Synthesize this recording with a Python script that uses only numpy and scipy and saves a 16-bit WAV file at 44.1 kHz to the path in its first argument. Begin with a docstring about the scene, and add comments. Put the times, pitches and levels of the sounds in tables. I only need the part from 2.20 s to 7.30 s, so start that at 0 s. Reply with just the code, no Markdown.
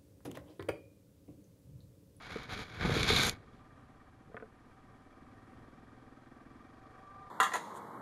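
"""Among pines on soft sand, heard from a camera riding on a creeping quad bike, microphone inside the housing.
Right at the microphone, branches drag past: needles scratch and squeak, boughs thump and twigs flick.
A scrape brightens as the contact slides from wood to needle tips. Close by, the single-cylinder engine
putters on, louder as it fires faster. In the clear the drive whines faintly, loose bodywork clacks over
a bump, and the whine comes up as the rider feeds in a little throttle."""
import sys
import numpy as np
from scipy import signal
from scipy.fft import rfft, irfft
from scipy.io import wavfile
from scipy.ndimage import uniform_filter1d

SR = 44100
rng = np.random.default_rng(int(sys.argv[2]) if len(sys.argv) > 2 else 0)


def to_wav(s):
    """Save 16-bit WAV."""
    ch = np.atleast_2d(s).T  # columns
    pcm = np.round(np.clip(ch, -1, 1) * 32767)  # PCM
    wavfile.write(sys.argv[1], SR, pcm.astype(np.int16))


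N = 224954
TAPS = 8192
TIME = np.arange(N) / SR
FREQ = np.maximum(np.arange(TAPS // 2 + 1) * SR / TAPS, 1)

# the engine's firing rate: time_s, rate_hz
FIRING_RATE = [(0.0, 15.68), (1.2, 16.98), (1.45, 17.14), (1.75, 16.84), (2.05, 14.74), (2.3, 15.35),
               (2.55, 17.05), (2.8, 17.85), (3.0, 19.18), (3.4, 19.97), (3.8, 20.45), (4.25, 20.67),
               (4.5, 22.79), (4.8, 24.55), (5.1, 25.23)]
# exhaust boom: frequency_hz, level_db
EXHAUST_SPECTRUM = [(25, -24), (45, -8), (75, -30), (120, -3), (165, -6), (240, -33), (330, 12), (480, -28),
                    (900, -74)]
# exhaust pipe resonance: centre_hz, width_hz, gain_db
PIPE_RESONANCE = [(122, 26, 14)]
# engine casing: frequency_hz, level_db
CASING_SPECTRUM = [(100, -10), (300, -0.5), (550, 2), (700, 1), (860, -6), (1000, -0.5), (1300, 0),
                   (1440, -7.5), (1700, -7), (2100, -15.5), (2700, -22), (4000, -20), (6000, -26),
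                   (12000, -42.5)]
# its resonances: centre_hz, width_hz, gain_db
CASING_RESONANCES = [(449.7, 23.8, 6), (768.5, 27, 12), (1050, 35, -9), (1156, 11, 10.5), (1208, 49, 7.5),
                     (1566, 40, 8.5), (1644, 42.5, 3), (1850, 45, 11.5), (2325, 100, 12), (3293, 67, 10.5)]
# casing tones that rise under load: centre_hz, width_hz, level_db
CASING_TONES = [(767.4, 28, 0), (1016, 49, -5)]
# tyres rolling on sand: frequency_hz, level_db
TYRE_SPECTRUM = [(20, -3), (45, -2), (120, 2), (180, -5), (250, -4.5), (500, -15.5), (1200, -18),
                 (2600, -29), (6000, -44)]
# branches dragging over the housing: contact_s, slip_off_s, force_db, force_gained_db,
# first_place, last_place (0 = bare wood, 1 = needle tips), shake_db
BRANCH_DRAGS = [(0.013, .08, -13, -2, 0.16, .2, -15.5), (0.105, 0.253, -10, -4.5, 0.31, 0.067, -6.5),
                (0.292, 0.34, -9.5, 2, 0.21, 0.34, -6), (0.369, 0.421, -9.5, 3, 0.41, 0.3, -5),
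                (0.434, 0.607, -20, 8, 0.26, .1, -3.5), (0.617, 0.624, -1.5, 0, .05, .05, -3.5),
                (0.648, 0.847, -1.5, -0.5, 0.17, 0.55, 1), (0.876, 1.087, 2, -1.5, 0.65, 0.91, -5),
                (1.125, 1.139, -13.5, -1, 0.18, 0.061, -0.5),
                (1.177, 1.405, -34.5, -8.5, 0.095, 0.45, 10.5)]
# camera housing: frequency_hz, level_db
HOUSING_SPECTRUM = [(20, 5), (60, 11.5), (105, 15), (200, 8.5), (400, -0.5), (600, -6), (950, -4),
                    (1500, 0), (2000, -4), (2750, -11.5), (3700, -4), (5400, -12), (8600, -23),
                    (11800, -20)]
# its resonances: centre_hz, width_hz, gain_db
HOUSING_RESONANCES = [(147.3, 13.3, 2.2), (448, 50, 10.65), (500, 46, 1.3), (746, 21, 9), (1230, 45, 5.3),
                      (1530, 70, 3.53), (2247, 81, 16.8), (2400, 140, 9.4), (3332, 218.6, 5.5),
                      (4062, 370, 2.5), (4670, 89, 2.8), (6650, 590, 5.7), (9500, 300, 4.3)]
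# squeak of pressed needles: centre_hz, width_hz, level_db
NEEDLE_TONES = [(3600, 70, 10), (3760, 42, -17), (3924, 220, -0.5), (4060, 220, 2), (4350, 76, 2)]
# boughs thumping the mount: start_s, peak_db, pitch_hz
BOUGH_THUMPS = [(.158, -29, 340), (0.651, -22, 340), (.696, -22, 420), (.766, -22, 300), (.904, -21.5, 432),
                (.921, -25, 387)]
# twigs flicking the housing: start_s, peak_db, tilt_db_per_octave
TWIG_FLICKS = [(.233, -47, 12), (.797, -30, 10), (.831, -19, 0.5), (0.902, -15.5, -3.5), (0.932, -21, -12),
               (0.996, -19.5, -9), (1.034, -16.5, 7), (1.068, -16, 9.5), (1.095, -17, 5)]
# spells of drive whine: start_s, end_s, start_pitch_hz, end_pitch_hz, level_db
WHINE_SPELLS = [(1.15, 1.596, 1218, 1180, -72), (4.52, 4.85, 1148, 1146, -70),
                (4.875, 5.07, 1169, 1205, -55.5)]
# loose bodywork clacking: start_s, peak_db, tilt_db_per_octave, rebound_relative_db
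PANEL_CLACKS = [(2.099, -49, -11, -13), (2.117, -47, -2, -9), (2.1449, -34.5, -3.5, -20),
                (2.168, -32, 7.5, -6.5), (2.2, -42.5, 8.5, -8), (2.2245, -36.5, -1, -7)]
# body panel: frequency_hz, level_db
PANEL_SPECTRUM = [(80, -6), (300, 0), (500, 5), (900, -8.5), (1600, -6.5), (2200, -13.5), (3000, -34.5),
                  (4500, -49), (10000, -62)]
# its resonances: centre_hz, width_hz, gain_db
PANEL_RESONANCES = [(432, 24, 12.4), (532, 39, 6.5), (702, 27, 10.6), (1020, 70, 11.4), (1260, 75, 9.9),
                    (1440, 60, 3.6), (1503, 54, 13), (1770, 90, 5.3), (2620, 140, 8.6), (3420, 140, 14)]


def undb(db):
    """Decibels to gain."""
    return np.exp(np.asarray(db) * (np.log(10) / 20))


def shape(points, modes=()):
    """Gain per frequency: a smooth slope with resonances standing on it."""
    hz, db = np.transpose(points)
    slope = undb(np.interp(np.log(FREQ), np.log(hz), db))
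    peaks = sum((undb(2 * gain_db) - 1) / (1 + (2 * (FREQ - centre) / width) ** 2)
                for centre, width, gain_db in modes)
    return slope * np.sqrt(np.maximum(1 + peaks, .01))


def tones(modes):
    """Gain of a few lone resonances with nothing between them."""
    return sum(undb(db) * np.exp(-((FREQ - hz) / width) ** 2) for hz, width, db in modes)


def band(lo_hz, hi_hz, order):
    """Gain of a band-pass."""
    return ((1 + (lo_hz / FREQ) ** (2 * order)) * (1 + (FREQ / hi_hz) ** (2 * order))) ** -.5


def ring(x, gain):
    """Pass x through a causal, unit-energy response shaped like this gain."""
    cepstrum = irfft(np.log(gain / gain.max() + 1e-5))
    cepstrum[1:TAPS // 2] *= 2
    cepstrum[TAPS // 2 + 1:] = 0
    response = irfft(np.exp(rfft(cepstrum)))
    return signal.fftconvolve(x, response / np.linalg.norm(response))[:len(x)]


def wander(rate_hz):
    """Glides between random levels, with a spread of 1."""
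    hold = max(int(SR / rate_hz), 1)
    levels = rng.standard_normal(N)
    slewed = uniform_filter1d(levels[np.arange(N) // hold], hold)
    return slewed / slewed.std()


def slips(per_s, spread_db, rub):
    """Stick-slip clicks at random moments over a smooth rubbing noise; rms 1."""
    clicks = (rng.random(N) < per_s / SR) * rng.choice([-1, 1], N)
    clicks = clicks * undb(spread_db * np.clip(rng.standard_normal(N), -2, 2))
    friction = clicks / clicks.std() + rub * rng.standard_normal(N)
    return friction / friction.std()


def blow(crunch, decay_s):
    """One sharp contact with a short crunch after it."""
    hit = crunch * rng.standard_normal(TAPS) * np.exp(-TIME[:TAPS] / decay_s)
    hit[0] += 1
    return hit


def add(out, start_s, peak_db, hit):
    """Place a hit at its time and peak level."""
    i = int(start_s * SR)
    out[i:i + len(hit)] += (hit * undb(peak_db) / np.abs(hit).max())[:N - i]


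def envelope(start_s, end_s, attack_s, release_s):
    """Swells to full by the start, holds, and dies away after the end."""
    return np.exp(-np.maximum(start_s - TIME, 0) / attack_s - np.maximum(TIME - end_s, 0) / release_s)


def progress(start_s, end_s):
    """Runs evenly from 0 to 1 between two times."""
    return np.clip((TIME - start_s) / (end_s - start_s), 0, 1)


def exhaust(firing_hz, cycles, speed_octaves, load):
    """Each firing booms down the pipe and putts in the silencer: louder with speed, softer under load."""
    putt_hz, putt_s = 260, .006
    firings = np.diff(np.floor(cycles), prepend=0) * np.sqrt(SR / firing_hz)
    boom = ring(-firings * undb(0.73 * wander(40)), shape(EXHAUST_SPECTRUM, PIPE_RESONANCE))
    # gas swings to and fro in the silencer, so each putt swells and fades roundly
    from_crest_s = ((cycles - .1 + .5) % 1 - .5) / firing_hz
    swell = np.exp(-(from_crest_s / putt_s) ** 2)
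    swing = -np.cos(2 * np.pi * putt_hz * from_crest_s + .2 * wander(38))
    putt = swing * swell * undb(0.43 * wander(18))
    puffs = undb(-7.5) * boom + undb(-2) * putt / putt.std()
    return puffs * undb(-60.5 + 13 * speed_octaves - 13 * load)


def piston_and_valves(firing_hz, cycles, speed_octaves):
    """The piston clatters in the casing; the valves chuff before each firing and stand out at idle."""
    opens_at_cycle, rise_s, decay_s = .76, .003, .022
    casing = shape(CASING_SPECTRUM, CASING_RESONANCES)
    throb = undb(2 * np.cos(2 * np.pi * (cycles - .14)))  # loudest just after the firing
    clatter = ring(slips(per_s=2500, spread_db=1.5, rub=0.98) * throb, casing)
    open_s = (cycles - opens_at_cycle) % 1 / firing_hz
    chuff = np.minimum(open_s / rise_s, 1) * np.exp(-open_s / decay_s)
    valves = ring(chuff * rng.standard_normal(N), casing * band(1350, 2250, order=3))
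    return (clatter + undb(-3.5 * speed_octaves) * valves) * undb(-63.5 + 9 * speed_octaves)


def casing_ring(load):
    """The engine casing rings faintly, and more strongly under load."""
    return undb(-75.5 + 13.5 * load) * ring(rng.standard_normal(N), tones(CASING_TONES))


def tyres():
    """Below the camera, tyres rumble unevenly over soft sand, with a faint steady hiss."""
    rumble = undb(-61 + 1.2 * wander(11)) * ring(rng.standard_normal(N), shape(TYRE_SPECTRUM))
    hiss = undb(-82.5) * ring(rng.standard_normal(N), band(1000, 6220, order=1))
    return rumble + hiss


def housing():
    """Gain from a touch on the housing to the microphone inside; a narrow treble band is missing."""
    notch_hz, width_hz = 8030, 560
    notch = 1 - np.exp(-(2 * (FREQ - notch_hz) / width_hz) ** 4)
    return shape(HOUSING_SPECTRUM, HOUSING_RESONANCES) * notch


def branch_contacts():
    """Branches bend on, slide and slip off: strength of buffeting, bark rasp, needle scratch, tip hiss."""
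    touch_s, needle_lag_s, slip_off_s, settle_s = 0.01838, 0.0088, 0.015, 0.012
    tuft_place, tuft_half_width = 0.67, 0.3  # where the needles stand thickest
    power = np.zeros((4, N))
    for start, end, force_db, gained_db, first_place, last_place, shake_db in BRANCH_DRAGS:
        slid = progress(start, end)
        place = first_place + (last_place - first_place) * slid
        push_db = force_db + gained_db * slid
        shake = envelope(start, end, touch_s, settle_s)
        wood = envelope(start, end, touch_s, slip_off_s)
        foliage = envelope(start + needle_lag_s, end, touch_s, slip_off_s)
        tuft = np.exp(-((place - tuft_place) / tuft_half_width) ** 2)
        power += np.square([shake * undb(push_db - 32.5 + shake_db),
                            wood * undb(push_db - 36.5),
                            foliage * undb(push_db - 39 + 11 * tuft),
                            foliage * undb(push_db - 59 + 20 * place)])
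    return np.sqrt(power)


def branches(shell):
    """Bark and needles catch and slip on the housing, in bunches; the boughs shake it as they pass."""
    shaking, rasping, scratching, hissing = branch_contacts()
    bunches = undb(1.67 * wander(220) + wander(45) - 0.5)
    scratch = bunches * slips(per_s=1700, spread_db=0, rub=0.56)
    buffet = ring(slips(per_s=700, spread_db=0.5, rub=1) * shaking, shell * band(22, 596, order=6))
    bark = ring(scratch * rasping, shell * band(550, 2040, order=6))
    # pressed hard, the needles give up some of their scratch for a squeak
    pressure = np.clip((scratching - undb(-42)) / undb(-25), 0, 1)
    prickle = 0.98 * scratch + 0.42 * slips(per_s=1800, spread_db=5.5, rub=0.345)
    needles = ring(prickle * scratching * undb(-4 - 3.18 * pressure), shell * band(2470, 5470, order=8))
    catches = bunches * slips(per_s=430, spread_db=6.5, rub=.2)
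    squeak = ring(catches * pressure * scratching * undb(-3.5), tones(NEEDLE_TONES))
    # the tips snap free one by one
    snaps = undb(-11.5) * slips(per_s=35, spread_db=1, rub=.1)
    tips = ring((scratch + snaps) * hissing, shell * band(5730, 13200, order=10))
    return buffet + bark + needles + squeak + tips


def boughs(shell):
    """Heavy boughs push the whole camera mount with a dull thump."""
    out = np.zeros(N)
    for start, peak_db, hz in BOUGH_THUMPS:
        mount = shell * band(0.77 * hz, 1.3 * hz, order=2)
        add(out, start, peak_db, ring(blow(crunch=0.072, decay_s=.005), mount))
    return out


def twigs(shell):
    """Twigs whip the housing with a click, right at the microphone."""
    out = np.zeros(N)
    for start, peak_db, tilt in TWIG_FLICKS:
        colour = shell * band(750, 11920, order=2) * undb(tilt * np.log2(FREQ))
        add(out, start, peak_db, ring(blow(crunch=0.44, decay_s=0.00117), colour))
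    return out


def drive_whine(cycles):
    """The drive sings in spells, wavering in pitch and fluttering with each firing."""
    flutter = 1 + 0.25 * np.cos(2 * np.pi * cycles)
    waver = 1 + .005 * wander(70)
    out = np.zeros(N)
    for start, end, from_hz, to_hz, level_db in WHINE_SPELLS:
        hz = (from_hz + (to_hz - from_hz) * progress(start, end)) * waver
        tone = np.sqrt(2) * np.sin(2 * np.pi * np.cumsum(hz) / SR)
        out += undb(level_db) * envelope(start, end, attack_s=0.062, release_s=0.034) * flutter * tone
    return out


def bodywork():
    """A loose plastic panel close by hits the frame and rebounds twice, weaker and duller."""
    rebound_s, dulling_db_per_octave = 0.0041, 4.5
    panel = shape(PANEL_SPECTRUM, PANEL_RESONANCES) * band(127, 3600, order=4)

    def knock(tilt):
        """One contact of the panel, at this brightness."""
        return ring(blow(crunch=0.098, decay_s=0.0043), panel * undb(tilt * np.log2(FREQ)))

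    out = np.zeros(N)
    for start, peak_db, tilt, rebound_db in PANEL_CLACKS:
        add(out, start, peak_db, knock(tilt))
        for bounce in (1, 2):
            add(out, start + bounce * rebound_s, peak_db + rebound_db, knock(tilt - dulling_db_per_octave))
    return out


def scene():
    """Everything in mono, from the camera on the moving bike."""
    firing_hz = np.interp(TIME, *np.transpose(FIRING_RATE))
    cycles = np.cumsum(firing_hz) / SR
    speed_octaves = np.log2(firing_hz / 20)
    load = progress(start_s=4.33, end_s=5.0)  # the drive takes up load
    engine = exhaust(firing_hz, cycles, speed_octaves, load)
    engine += piston_and_valves(firing_hz, cycles, speed_octaves) + casing_ring(load)
    shell = housing()
    pines = branches(shell) + boughs(shell) + twigs(shell)
    return (engine + tyres() + pines + drive_whine(cycles) + bodywork())[None]


def record(dry):
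    """The camera cuts the top treble off steeply."""
    top_hz = 12150
    return signal.sosfilt(signal.ellip(12, .2, 70, top_hz, fs=SR, output="sos"), dry)


dry = scene()
out = record(dry)
to_wav(out)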